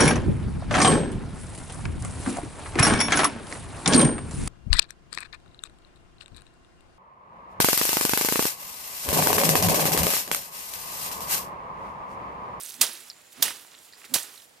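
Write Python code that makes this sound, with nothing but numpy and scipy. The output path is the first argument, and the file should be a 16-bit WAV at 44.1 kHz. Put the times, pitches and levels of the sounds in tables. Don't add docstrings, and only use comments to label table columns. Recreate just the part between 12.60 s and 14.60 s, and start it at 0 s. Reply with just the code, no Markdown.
import sys
import numpy as np
from scipy import signal
from scipy.fft import rfft, irfft, next_fast_len
from scipy.io import wavfile
from scipy.ndimage import map_coordinates

SR = 44100
rng = np.random.default_rng(int(sys.argv[2]) if len(sys.argv) > 2 else 0)


def output_pcm(signal):
    pcm = np.clip(np.atleast_2d(signal).T, -1, 1) * 32767
    wavfile.write(sys.argv[1], SR, np.round(pcm).astype(np.int16))


def convert_level_to_amplitude(level_db):
    exponent = np.asarray(level_db, float) / 20
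    return 10 ** exponent


N = 88200
T = np.arange(N) / SR

# (time [s], level [dB], rise [s], burst t60 [s], low thud level [dB])
STICK_CONTACTS = [(0.21, -22.5, 0.00033, 0.011, -56), (0.2116, -13, 0.0011, 0.059, -39),
                  (0.2138, -15, 0.0013, 0.09, -48), (0.8215, -13.5, 0.0027, 0.047, -33.5),
                  (0.8245, -13.5, 0.0012, 0.066, -32), (1.537, -13, 0.0033, 0.063, -34),
                  (1.541, -18.5, 0.001, 0.058, -38), (1.552, -32, .004, 0.43, -28.5)]
# (time [s], level [dB], t60 [s])
HEAP_CRUNCH = [(0.215, -20, .25), (0.828, -22.5, 0.31), (1.543, -21.5, 0.22)]
# (frequency [Hz], density [dB per Hz])
CRACK_SPECTRUM = [(88, -54), (150, -63), (738, -12.5), (1360, -18.5), (3560, -5), (5480, -5), (9890, -2.5),
                  (13800, -5.5), (15600, -12.5), (16500, -43)]
# (frequency [Hz], density [dB per Hz])
CRUNCH_SPECTRUM = [(59, -48), (100, -12), (797, -5), (1370, -8), (1920, -3.5), (2630, -17.5), (2920, -5),
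                   (7510, -6), (9260, -2), (15000, -13.5)]
# (frequency [Hz], density [dB per Hz])
THUD_SPECTRUM = [(60, -7), (120, -8), (300, -21.5), (700, -4.5), (1500, -20.5), (3000, -69), (6000, -48)]
# (end time [s], length [s], level [dB], first pitch [Hz], last pitch [Hz])
STICK_SWISHES = [(0.214, 0.097, -47.5, 139.7, 261), (0.81, 0.0716, -42, 111.7, 275),
                 (1.543, 0.081, -39, 144.8, 268)]
# (frequency [Hz], density [dB per Hz])
WHOOSH_SPECTRUM = [(80, -26), (150, -5.5), (300, -0.5), (500, -9), (800, -8), (1200, -11), (3000, -21.5),
                   (8000, -27), (15000, -36)]
# (time [s], level [dB], pitch [Hz], length [s], pitch spread to either side [octaves])
STALK_TICKS = [(.0066, -29, 9540, .002, 0.26), (0.0123, -27, 8900, 0.00054, 1.1),
               (0.024, -32, 10300, .0015, 0.25), (0.0345, -24.5, 8770, 0.0016, 0.23),
               (0.048, -31, 7240, 0.00076, 1.3), (0.055, -30, 9400, 0.0013, 0.74),
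               (0.062, -28, 7150, 0.001, 0.2), (0.086, -33, 6500, 0.0022, 1.2),
               (0.092, -27, 7600, 0.0035, 0.84), (0.102, -31, 8750, 0.001, 0.3),
               (0.107, -28, 6530, 0.0032, 1.3), (.1205, -34, 5040, 0.0011, 0.32),
               (0.1415, -29, 7600, .002, 0.82), (0.265, -24.5, 5230, 0.0023, 0.33),
               (0.274, -29, 4260, 0.0016, 0.36), (0.311, -40, 4500, 0.006, 0.19),
               (0.3215, -36, 4460, .003, 0.23), (.33, -33, 10400, 0.0012, 0.15),
               (.3345, -31.5, 10200, .0015, 0.11), (0.34, -30, 10500, .0008, 0.23),
               (0.350, -38, 4140, 0.005, 0.15), (0.3735, -37.5, 5560, 0.0024, 0.64),
               (0.406, -33.5, 9800, 0.00092, 0.49), (0.5, -27, 4970, 0.0018, .22),
               (0.5025, -35.5, 4500, 0.0057, 0.17), (.5145, -36, 4470, 0.0017, .1),
               (0.529, -47.5, 4580, 0.003, .12), (.7215, -43, 4500, 0.0025, 1.04),
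               (0.7294, -42, 5000, 0.0019, 0.94), (0.826, -11.5, 3660, 0.001485, 0.33),
               (0.8815, -21, 1960, 0.0015, 0.77), (0.9065, -26, 2160, 0.0019, 1.23),
               (0.9128, -33.5, 2340, 0.0024, 0.6), (0.961, -36.5, 4030, 0.0016, 1.65),
               (1.048, -40.5, 1780, 0.0019, 1.6), (1.117, -38.5, 5100, 0.0011, 0.61),
               (1.1424, -41.5, 2550, 0.0025, .7), (1.149, -41.5, 3460, .003, 0.36),
               (1.188, -41, 7800, 0.0026, 0.17), (1.232, -46, 4000, 0.00073, 0.98),
               (1.3255, -41, 4470, .002, 0.16), (1.333, -42.5, 4500, .007, 0.23),
               (1.333, -47.5, 1830, 0.0054, 0.096), (1.343, -49, 4600, 0.0044, 0.14),
               (1.353, -47, 4850, 0.0025, 0.27), (1.38, -50, 1700, 0.0052, 0.54),
               (1.405, -49, 3780, 0.0021, 0.56), (1.4165, -41, 1930, 0.0043, 0.88),
               (1.4336, -44, 2300, 0.0018, 0.24), (1.4432, -36, 2130, 0.0028, 0.67),
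               (1.449, -39.5, 3700, 0.003, 0.77), (1.453, -38, 3540, 0.0058, 1.1),
               (1.5575, -28, 1190, 0.001, 1.1), (1.5611, -15.5, 1950, 0.00059, 1.14),
               (1.631, -25.5, 8550, 0.0029, 0.29), (1.625, -30, 6030, 0.0017, 0.54),
               (1.758, -46, 4170, 0.0025, 0.36), (1.777, -45, 4130, 0.0032, 0.11),
               (1.80, -45, 3630, 0.0029, 0.18), (1.821, -43.5, 3980, 0.0023, 0.44),
               (1.976, -49.5, 3500, 0.0011, 0.99)]
# (time [s], level [dB], treble raised and the rest lowered by [dB])
STALK_RUSTLE = [(0, -42.5, 4.5), (.1, -44, 3), (.15, -44.5, 0.5), (.17, -47.5, -0.5), (.21, -44.5, -5.5),
                (.33, -43.5, -0.5), (.42, -48.5, -3), (.49, -50, -1.5), (.55, -59, -7.5), (.7, -58.5, -6),
                (.728, -52, 5), (.75, -54, -8), (.82, -46, -4.5), (.96, -46.5, -4.5), (1.05, -50.5, -0.5),
                (1.09, -55.5, -4.5), (1.15, -55, -8.5), (1.25, -53, 2.5), (1.3, -57, -3.5),
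                (1.37, -59, -8.5), (1.39, -49, -1), (1.43, -52.5, -4.5), (1.456, -46.5, -4),
                (1.47, -54.5, -4.5), (1.54, -54.5, 0), (1.65, -57.5, -16.5), (1.72, -50, -3.5),
                (1.819, -51.5, -0.5), (1.86, -58, 0.5), (2, -71, -14)]
# (frequency [Hz], density [dB per Hz])
STRAW_SPECTRUM = [(120, -18), (200, -13), (364, -4), (615, -9), (807, -7.5), (3630, -4.5), (6730, -5),
                  (7770, -3), (12500, -4.5), (15200, -11)]
# (time [s], level [dB])
INSECT_LEVEL = [(0, -76), (.5, -60.5), (.8, -67.5), (1.1, -66), (1.5, -64), (1.7, -64), (1.85, -70),
                (2, -84)]
# (frequency [Hz], density [dB per Hz])
AIR_SPECTRUM = [(15, -45), (25, 2), (320, -2.5), (774, 2), (885, 0), (1160, -2), (1360, -4.5), (2200, -3.5),
                (6270, -9.5), (7170, -8), (15200, -17)]
# (frequency [Hz], correlation [-1 to 1])
AIR_LIKENESS = [(60, 0.94), (240, 0.61), (950, -0.2), (3770, -0.0016), (15000, 0.85)]
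# (frequency [Hz], left over right [dB])
AIR_BALANCE = [(60, -9), (240, -14), (950, -1.5), (3770, 4.5), (15000, -13)]
# (frequency [Hz], left over right [dB])
HEAP_BALANCE = [(60, -9), (130, -16.5), (290, -11.5), (640, -10.5), (1410, -5), (3100, -4), (6820, -4.5),
                (15000, -13)]
# (frequency [Hz], left ahead of right [radians])
HEAP_PHASE = [(0, -0.31), (1120, 0.09), (1810, 0.49), (2580, -0.44), (2930, -0.26), (8530, -0.61),
              (9040, -0.95), (11800, -0.023), (16400, -0.16)]
# (frequency [Hz], correlation [-1 to 1])
HEAP_LIKENESS = [(100, 1), (1000, 0.59), (10000, 0.93)]


def unit(x):
    return x / np.sqrt(np.mean(x ** 2) + 1e-20)


def along(points, hz):
    f, v = np.transpose(points)
    return np.interp(np.log(hz + 1), np.log(f + 1), v)


def filtered(x, response):
    m = next_fast_len(N + 8192)
    return irfft(rfft(x, m) * response(np.fft.rfftfreq(m, 1 / SR)), m)[..., :N]


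def coloured(x, spectrum):
    return unit(filtered(x, lambda hz: convert_level_to_amplitude(along(spectrum, hz))))


def wobble(rate):
    return map_coordinates(rng.standard_normal(int(2 * rate) + 4), [T * rate])


def envelope(start, db, rise_s, t60):
    u = np.maximum(T - start, 0)
    swell = 1 - np.exp(-(u / max(rise_s, 1e-4)) ** 2)
    return convert_level_to_amplitude(db - 60 * u / max(t60, .003)) * swell


def rings(start, size, hz, cycles, length=160):
    k = np.arange(int(length))
    turns = hz[:, None] * k / SR
    life = turns / np.reshape(cycles, (-1, 1))
    wave = size[:, None] * np.sin(2 * np.pi * turns) * np.e * life * np.exp(-life)
    at = (start * SR).astype(int)[:, None] + k
    return np.bincount(at.ravel(), wave.ravel(), N + 2000)[:N]


def crackle(spectrum, count, spread_db, cycles, hiss):
    pair = []
    for _ in range(2):
        place, luck, p = rng.random((3, count))
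        size = convert_level_to_amplitude(-spread_db * np.log(luck + 0.037))
        snaps = rings(place * N / SR, size, 1200 * 12 ** p, cycles, length=62)
        f, power = signal.welch(snaps, SR, nperseg=64)
        snaps = filtered(snaps, lambda hz: 1 / np.sqrt(np.interp(hz, f, power) + 1e-12))
        pair.append(unit(snaps) + hiss * rng.standard_normal(N))
    return coloured(np.array(pair), spectrum)


def placed(pair, alike, left_db, lead):
    def response(hz):
        turn = np.arccos(np.clip(along(alike, hz), -1, 1)) / 2
        g = convert_level_to_amplitude(along(left_db, hz) / 2) * np.exp(.5j * along(lead, hz))
        norm = 2 / np.abs(g + 1 / g).clip(1)
        left = [np.cos(turn) * g, np.sin(turn) * g]
        right = [np.cos(turn) / g, -np.sin(turn) / g]
        return norm * np.array([left, right])
    return filtered(pair[None], response).sum(1)


def pods():
    place, luck, p = rng.random((3, 2, 4000))
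    size = convert_level_to_amplitude(-3 * np.log(luck + .05))
    pair = [rings(place[k] * N / SR, size[k], 2400 * 3 ** p[k], 1.6) for k in range(2)]
    return unit(np.array(pair))


def blows():
    pods_db = -7
    burst = sum(envelope(s, db, rise, t60) for s, db, rise, t60, _ in STICK_CONTACTS)
    low = sum(envelope(s, db, 0.0023, 0.048) for s, _, _, _, db in STICK_CONTACTS)
    after = sum(envelope(s, db, 0.011, t60) for s, db, t60 in HEAP_CRUNCH)
    thud = coloured(rng.standard_normal((2, N)), THUD_SPECTRUM)
    cracks = crackle(CRACK_SPECTRUM, count=16000, spread_db=2.5, cycles=0.57, hiss=0.48)
    crunch = crackle(CRUNCH_SPECTRUM, count=9000, spread_db=2.5, cycles=0.76, hiss=1.0)
    uneven = convert_level_to_amplitude(1.6 * wobble(140))
    return burst * cracks + low * thud + after * (uneven * crunch + convert_level_to_amplitude(pods_db) * pods())


def swish():
    rough, hiss_db = .5, -5
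    second_pitch, second_db = .6, -9
    whoosh = coloured(rng.standard_normal((2, N)), WHOOSH_SPECTRUM)
    out = np.zeros((2, N))
    for end, length, db, first_hz, last_hz in STICK_SWISHES:
        u = np.clip(1 - (end - T) / length, 0, 1)
        stop = np.exp(-(np.maximum(T - end + 0.0046, 0) / 0.0077) ** 2)
        loud = convert_level_to_amplitude(db) * u ** 2.3 * stop
        hz = first_hz + (last_hz - first_hz) * np.sin(np.pi / 2 * u)
        phase = 2 * np.pi * np.cumsum(hz) / SR
        first = np.sin(phase + rough * wobble(70))
        second = convert_level_to_amplitude(second_db) * np.sin(second_pitch * phase + rough * wobble(70))
        tone = np.sqrt(2) * (first + second) * convert_level_to_amplitude(3.1 * wobble(49.93))
        out += loud * (tone * [[1], [.3]] + convert_level_to_amplitude(hiss_db) * whoosh)
    return out


def ticks():
    ring_life = 0.26
    snap_db, snap_pitch = -2, 1.2
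    s, db, hz, length, spread = np.repeat(np.transpose(STALK_TICKS), 7, axis=1)
    late_slot = np.tile([0, 0, 1, 2, 3, 4, 6], len(STALK_TICKS))
    pitch_slot = np.tile([3, 5, 1, 4, 0, 6, 2], len(STALK_TICKS))
    late, detune = rng.random((2, len(s)))
    late = (late_slot + late) / 7
    detune = (pitch_slot + detune - 3.5) / 3.5
    pitch = np.clip(hz * 2 ** (spread * detune), 300, 15000)
    cycles = np.clip(ring_life * length * pitch, .35, 1.08 / np.clip(spread, .08, 2))
    cluster = rings(s + length * late, convert_level_to_amplitude(db - 5.5 - 5.5 * late), pitch, cycles, length=340)
    snap_hz = np.clip(snap_pitch * hz[::7], 300, 11000)
    x = cluster + rings(s[::7], convert_level_to_amplitude(db[::7] + snap_db), snap_hz, 0.33, length=64)
    return np.array([x, np.roll(x, 17) * 0.55])


def rustle():
    s, db, tilt = np.transpose(STALK_RUSTLE)
    straw = crackle(STRAW_SPECTRUM, count=6000, spread_db=4.5, cycles=2.6, hiss=1.17)
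    dull = filtered(straw, lambda hz: 1 / (1 + (hz / 5000) ** 2))
    lean = np.interp(T, s, tilt)
    loud = convert_level_to_amplitude(np.interp(T, s, db) + 1.3 * wobble(60.3))
    return loud * (dull * convert_level_to_amplitude(-lean) + (straw - dull) * convert_level_to_amplitude(lean))


def insect():
    near_hz, trills_per_s = 7170, 29
    far_hz, far_db = 8520, -75.5

    def buzz(hz):
        rough = .95 * np.array([wobble(550), wobble(500)])
        return np.sqrt(2) * np.sin(2 * np.pi * hz * T + rough)
    gate = 1 + .5 * np.sin(2 * np.pi * trills_per_s * T + 4.4 + .3 * wobble(12))
    near_db = np.interp(T, *np.transpose(INSECT_LEVEL)) + .7 * wobble(8) + 2.5 * wobble(250)
    return convert_level_to_amplitude(near_db) * gate * buzz(near_hz) + convert_level_to_amplitude(far_db + 2 * wobble(30)) * buzz(far_hz)


def air():
    level_db = -58.5
    x = coloured(rng.standard_normal((2, N)), AIR_SPECTRUM)
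    return convert_level_to_amplitude(level_db + 0.2 * wobble(7.2)) * placed(x, AIR_LIKENESS, AIR_BALANCE, [(100, 0)])


def scene():
    heap = blows() + swish() + ticks() + rustle()
    return placed(heap, HEAP_LIKENESS, HEAP_BALANCE, HEAP_PHASE) + insect() + air()


def roll_off(x):
    return signal.sosfilt(signal.butter(12, 16800, fs=SR, output="sos"), x)


def record(dry):
    saturates_at, low_hz, top_hz = .97, 58.6, 15900
    held = dry / (1 + np.abs(dry / saturates_at) ** 4) ** (1 / 4)
    mix = filtered(held, lambda hz: (1j * hz / (low_hz + 1j * hz)) ** 3 * (hz < top_hz))
    return roll_off(mix)


dry = scene()
out = record(dry)
output_pcm(out)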